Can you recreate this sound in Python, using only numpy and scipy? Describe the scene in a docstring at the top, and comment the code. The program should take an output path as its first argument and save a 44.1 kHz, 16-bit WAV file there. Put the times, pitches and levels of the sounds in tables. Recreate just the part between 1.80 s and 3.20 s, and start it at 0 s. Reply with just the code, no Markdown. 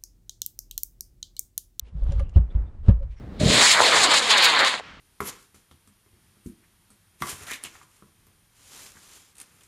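"""In a small basement, a stainless-steel bin is shuffled over the hard floor and set down with two
heavy thumps. Each bump booms in the hollow body, and hard contacts clack and ring the steel walls.
The base scrapes and gives short hollow rubs. Faint squeaks and rustling packaging are heard, the
room answers with a short echo, and the loudest thumps overload the microphone."""
import sys
import numpy as np
from scipy import signal
from scipy.fft import rfft, irfft, next_fast_len
from scipy.io import wavfile

SR = 44100
rng = np.random.default_rng(int(sys.argv[2]) if len(sys.argv) > 2 else 0)


def persist_wave(psi):
    """Save psi, clipped to +-1, as 16-bit WAV."""
    counts = np.round(np.clip(psi, -1, 1) * 32767).astype(np.int16)
    wavfile.write(sys.argv[1], SR, np.atleast_2d(counts).T)


N = 61739


# The bin bumps the floor. Each row: start in seconds, level in dB, contact time in seconds.
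BUMPS = [(0.0218, -31, 0.014), (0.121, -31, 0.013), (0.1439, -23.5, 0.015), (0.179, -26, 0.015),
         (0.2171, -5.5, 0.024), (0.254, -14.5, 0.02), (0.2913, -16.5, 0.009), (0.3487, -6.5, 0.019),
         (0.385, -18.5, 0.011), (0.4271, -19.5, 0.031), (.5583, -4.8, .0092), (.5695, -3.6, .012),
         (.5871, -21, .0058), (.7477, -7.9, .0155), (.7862, -13.6, .022), (1.0827, -4.4, .0068),
         (1.0931, -8.2, .0052), (1.097, -5.6, .0146), (1.2248, -24, 0.016), (1.2953, -31.5, 0.013)]
# The body's deep notes. Each row: pitch in Hz, level in dB, seconds to fade by 60 dB.
BODY_NOTES = [(28, -24, .45), (55.8, .3, .26), (83.2, 2.1, .1), (106, -4.3, .07), (148, -5, .14),
              (177, -4, .1)]

def boom(t):
    """Each bump pushes on the hollow body, which booms with its own deep notes."""
    force = sum(undb(db) * push(t - start, contact) for start, db, contact in BUMPS)
    return through(force, ring(t, BODY_NOTES))


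# How strong the rumble is. Each row: time in seconds, level in dB.
RUMBLE_LEVELS = [(0, -54), (.05, -43), (.11, -53), (.17, -33), (.3, -31), (.42, -26), (.53, -38),
                 (.62, -31), (.72, -38), (.83, -27), (.9, -36), (1.06, -35), (1.13, -30), (1.27, -34),
                 (1.4, -44)]
# The rumble's tone. Each row: frequency in Hz, level in dB.
RUMBLE_COLOUR = [(12, -26.5), (26, 4), (38, -3.5), (56, -3.5), (75, -8.5), (105, -15), (150, -26),
                 (250, -37), (500, -61), (2000, -120)]

def rumble(t):
    """The flexing body rumbles on between the bumps."""
    return curve(t, RUMBLE_LEVELS) * colour(rng.standard_normal(N), RUMBLE_COLOUR)


# Lid and rim click. Each row: start in seconds, level in dB, wall clack in dB, tink pitch in Hz.
CLICKS = [(0.2393, -50.5, -45, 9550), (0.3228, -44, -14.5, 3580), (0.3962, -44, -11.5, 10000),
          (0.4019, -44, -22, 2940), (0.494, -51.5, -41.5, 6960), (0.559, -49, -6.5, 4740),
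          (.573, -50, -9, 3440), (0.7481, -61.5, -19, 2435), (1.0838, -39, 2.5, 3100),
          (1.088, -51.5, -12, 4410), (1.094, -46, -8.5, 2590), (1.2277, -56.5, -20, 4640)]
# The clicks' tone. Each row: frequency in Hz, level in dB.
CLICK_COLOUR = [(800, -0.5), (2000, 7), (3000, 4.5), (5000, -1), (7000, -1.5), (8200, -10.5), (10000, -8.5),
                (11500, -7.5)]
# The lid ticks in its seat. Each row: start in seconds, level in dB.
LID_TICKS = [(0.3212, -43.5), (0.33, -52.5)]
# The lid's high notes. Each row: pitch in Hz, level in dB, seconds to fade by 60 dB.
LID_NOTES = [(5920, -3, 0.016), (7120, -3, .013), (9000, -10.5, 0.014)]

def clicks(t):
    """Lid and rim give short bright cracks, each with its own tink, and the lid ticks."""
    hiss = colour(rng.standard_normal(N), CLICK_COLOUR)
    out = np.zeros(N)
    for start, db, _, hz in CLICKS:
        crack = hiss * strike(t - start, rise_s=0.0005, fade_s=0.013)
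        tink = band(hz, width_hz=1200) * strike(t - start, rise_s=0.0005, fade_s=0.027)
        out += undb(db) * (crack + undb(-10) * tink)
    return out + sum(undb(db) * ring(t - start, LID_NOTES, np.sin) for start, db in LID_TICKS)


# The steel walls' notes. Each row: pitch in Hz, level in dB, seconds to fade by 60 dB.
WALL_NOTES = [(233, 5.5, 0.04), (297, 0.5, 0.054), (456.6, -3, 0.2), (544.3, 3, 0.19), (707, -6, 0.044),
              (769, -23.5, 0.027), (941, -3, 0.077), (1193, -8.5, 0.13), (1300, -6.5, 0.16),
              (1670, -16.5, 0.12), (2010, -16.5, 0.12), (2395, -7, 0.053), (2650, -18.5, 0.16),
              (2940, -16.5, 0.18)]
# The tone of loose parts clattering. Each row: frequency in Hz, level in dB.
CLATTER_COLOUR = [(150, 4.5), (300, -1.5), (400, 0), (600, 0), (1200, -10.5), (2000, -19.5), (3200, -20),
                  (5000, -34.5), (8000, -49), (11000, -51)]

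def walls(t):
    """Bumps and clicks ring the steel and set loose parts clattering."""
    blows = [(start + contact / 2, db - 19) for start, db, contact in BUMPS]
    blows += [(start, clack_db) for start, _, clack_db, _ in CLICKS]
    force = sum(undb(db) * push(t - start, contact_s=0.00055) for start, db in blows)
    steel = through(force, ring(t, WALL_NOTES, np.sin))
    jolts = [undb(db) * strike(t - start, rise_s=0.002, fade_s=0.068) for start, db in blows]
    shaking = np.sqrt(sum(jolt ** 2 for jolt in jolts))
    clatter = shaking * colour(grit(rough_db=2.5), CLATTER_COLOUR)
    return undb(-38) * steel + undb(-27.5) * clatter


# Knocks on single panels. Each row: start in seconds, level in dB, pitch in Hz.
KNOCKS = [(0.3972, -36.5, 1189), (.5635, -33, 674), (0.579, -41.5, 1097), (1.0833, -38, 1298)]

def knocks(t):
    """A struck panel gives a short hollow note and a weaker, out-of-tune one above it."""
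    fade_s = 0.04
    return sum(ring(t - start, [(hz, db, fade_s), (hz * 1.4, db - 9.5, fade_s)], np.sin)
               for start, db, hz in KNOCKS)


# Dull pops. Each row: start in seconds, level in dB, length in seconds, pitch in Hz.
POPS = [(0.115, -43, 0.093, 152.6), (0.284, -36.5, 0.043, 150), (0.389, -49.5, 0.07, 159),
        (0.565, -18.5, 0.013, 310.5), (0.739, -38.5, 0.064, 163.6), (1.086, -33, 0.037, 221)]

def pops(t):
    """Short, dull, fairly low pops on the bumps; the loudest is the blare of an overloaded thump."""
    return sum(undb(db) * swell(t - start, length) * band(hz, width_hz=40)
               for start, db, length, hz in POPS)


# Hollow rubs of the base. Each row: start in seconds, level in dB, length in seconds.
RUBS = [(.218, -46, 0.02), (0.306, -38.5, 0.041), (0.394, -36, 0.038), (0.564, -40.5, 0.031),
        (1.078, -29.5, 0.035), (1.195, -42, 0.059)]

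def rubs(t):
    """The base catches on the floor: a short hoot that drops in pitch and rings on faintly."""
    start_hz, drop_hz_per_s = 570.4, 720
    out = np.zeros(N)
    for start, db, length in RUBS:
        age = t - start
        hz = start_hz - drop_hz_per_s * np.clip(age, 0, length)
        hoot = np.sin(2 * np.pi * np.cumsum(hz * (age > 0)) / SR)
        tail = undb(-17) * np.clip(age / length, 0, 1) * fade(age, fade_s=0.28)
        out += undb(db) * (swell(age, length) + tail) * hoot
    return out


# How hard the base scrapes. Each row: time in seconds, level in dB.
SCRAPE_LEVELS = [(0, -73), (.08, -57.5), (.12, -69), (.17, -53), (.21, -54.5), (.3, -44.5), (.36, -47.5),
                 (.42, -53.5), (.52, -56.5), (.555, -50.5), (.62, -48.5), (.68, -56.5), (.77, -48),
                 (.88, -55), (1.02, -60.5), (1.085, -41), (1.15, -53.5), (1.4, -68)]
# The scrape's tone. 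Each row: frequency in Hz, level in dB.
SCRAPE_COLOUR = [(100, 2.5), (180, 1.5), (300, -2), (600, -6.5), (1200, -16), (1800, -21.5), (3000, -34.5),
                 (5000, -43.5), (8000, -55), (11000, -58)]

def scrape(t):
    """The base grinds over the floor, which also makes the walls sing."""
    singing = unit(through(grit(rough_db=0.5), ring(t, WALL_NOTES, np.sin)))
    grinding = colour(grit(rough_db=4), SCRAPE_COLOUR)
    return curve(t, SCRAPE_LEVELS) * (grinding + undb(-12) * singing)


# Two clacks, then squeaks. Each row: start in seconds, level in dB, length in seconds, pitch in Hz.
CLACKS_AND_SQUEAKS = [(0.376, -50.5, 0.014, 1314), (0.393, -49.5, 0.0093, 2090), (0.395, -69.5, 0.12, 2750),
                      (0.546, -56, 0.027, 2960), (0.699, -62.5, 0.025, 3450), (.744, -63.5, 0.012, 3290),
                      (0.859, -74.5, 0.035, 3580), (1.348, -75, 0.049, 5650), (1.375, -68.5, 0.034, 5400)]

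def clacks_and_squeaks(t):
    """Two short clacks, then thin, brief squeaks, each a burst of noise around one pitch."""
    return sum(undb(db) * np.sqrt(swell(t - start, length)) * band(hz, width_hz=450)
               for start, db, length, hz in CLACKS_AND_SQUEAKS)


# Packaging rustles. Each row: start in seconds, level in dB, length in seconds, centre in Hz.
RUSTLES = [(0.035, -67, 0.074, 2700), (0.127, -70.5, 0.21, 3400), (0.246, -62, 0.14, 3050),
           (0.331, -64.5, 0.12, 3300), (0.533, -63.5, 0.029, 2940), (0.701, -66, 0.039, 1680),
           (1.027, -64.5, 0.091, 2870), (1.291, -63.5, 0.068, 2360), (1.36, -62.5, 0.046, 1900)]

def packaging(t):
    """Packaging crinkles in brief bursts, each with its own brightness."""
    octaves = np.arange(-3, 4)
    hump_db = -10 * np.log10(1 + (octaves / 0.48) ** 4)  # loudest at the centre
    out = np.zeros(N)
    for start, db, length, hz in RUSTLES:
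        crinkles = colour(grit(rough_db=3.5), np.c_[hz * 2. ** octaves, hump_db])
        out += undb(db) * np.sqrt(swell(t - start, length)) * crinkles
    return out


def basement(t, sound):
    """The small room adds a blur of quick echoes; the treble dies first."""
    noise = rng.standard_normal(N)
    low = signal.sosfilt(signal.butter(2, 2500, fs=SR, output="sos"), noise)
    age = t - 0.0039  # the first echo comes back after 3.9 ms
    tail = low * fade(age, fade_s=0.19) + (noise - low) * fade(age, fade_s=0.15)
    return sound + undb(-11) * through(sound, tail / np.sqrt(np.sum(tail ** 2)))


# The background's tone. Each row: frequency in Hz, level in dB.
AIR_COLOUR = [(30, 7), (100, -3.5), (300, -41), (1000, -18), (3000, -30), (8000, -39.5), (11000, -42)]

def air():
    """A faint, steady rush fills the room."""
    return undb(-61) * colour(rng.standard_normal(N), AIR_COLOUR)


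def undb(db):
    """Turn decibels into a number to multiply by."""
    return 10 ** (np.asarray(db) / 20)


def curve(t, rows):
    """A volume that glides through (seconds, dB) points."""
    return undb(np.interp(t, *np.array(rows).T))


def unit(x):
    """Scale a sound to an average power of 1."""
    return x / np.sqrt(np.mean(x ** 2))


def filtered(x, gain):
    """Turn each frequency up or down, then scale to a power of 1."""
    size = next_fast_len(N, real=True)
    hz = np.maximum(np.arange(size // 2 + 1) * SR / size, 1)
    return unit(irfft(rfft(x, size) * gain(hz), size)[:N])


def colour(x, points):
    """Shape a sound's tone by (Hz, dB) points."""
    hz, db = np.array(points).T
    return filtered(x, lambda f: undb(np.interp(np.log(f), np.log(hz), db)))


def band(hz, width_hz):
    """Noise gathered around one pitch."""
    return filtered(rng.standard_normal(N), lambda f: 1 / (1 + (2 * (f - hz) / width_hz) ** 2))


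def grit(rough_db, size=40):
    """Noise broken into grains of uneven strength, each about a millisecond long."""
    noise = rng.standard_normal(N)
    grains = np.repeat(rng.standard_normal(N // size + 1), size)[:N]
    return noise * undb(rough_db * grains)


def fade(t, fade_s):
    """Start at t = 0 and die away by 60 dB every fade_s seconds."""
    return (t >= 0) * np.exp(-np.log(1000) * np.maximum(t, 0) / fade_s)


def strike(t, rise_s, fade_s):
    """Rise quickly, then die away."""
    return np.clip(t / rise_s, 0, 1) * fade(t, fade_s)


def swell(t, length):
    """A smooth rise and fall that starts at t = 0."""
    return np.sin(np.pi * np.clip(t / length, 0, 1)) ** 2


def push(t, contact_s):
    """The force of one contact: a softer one spreads the same push over more time."""
    return swell(t, contact_s) * 2 / (contact_s * SR)


def ring(t, notes, wave=np.cos):
    """The fading notes of a struck object, added together."""
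    return sum(undb(db) * wave(2 * np.pi * hz * t) * fade(t, fade_s) for hz, db, fade_s in notes)


def through(x, response):
    """Let every sample of x set off its own copy of a ring or an echo."""
    return signal.fftconvolve(x, response)[:N]


def scene():
    """Bin and packaging in the quiet basement; only the brighter sounds get an echo."""
    t = np.arange(N) / SR
    bright = walls(t) + clicks(t) + knocks(t) + scrape(t) + clacks_and_squeaks(t) + packaging(t)
    echoing = basement(t, bright)
    deep = boom(t) + rumble(t) + pops(t) + rubs(t)
    return (deep + echoing + air())[None]


def record(dry):
    """The microphone flattens the loudest thumps and cuts the treble above 11000 Hz."""
    centred = signal.sosfilt(signal.butter(1, 4, "high", fs=SR, output="sos"), dry)
    limit = np.where(centred > 0, 0.79, 0.66)  # the wave's dips flatten sooner than its peaks
    flattened = centred / (1 + (centred / limit) ** 10) ** (1 / 10)
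    return signal.sosfilt(signal.ellip(8, .2, 70, 11000, fs=SR, output="sos"), flattened)


dry = scene()
out = record(dry)
persist_wave(out)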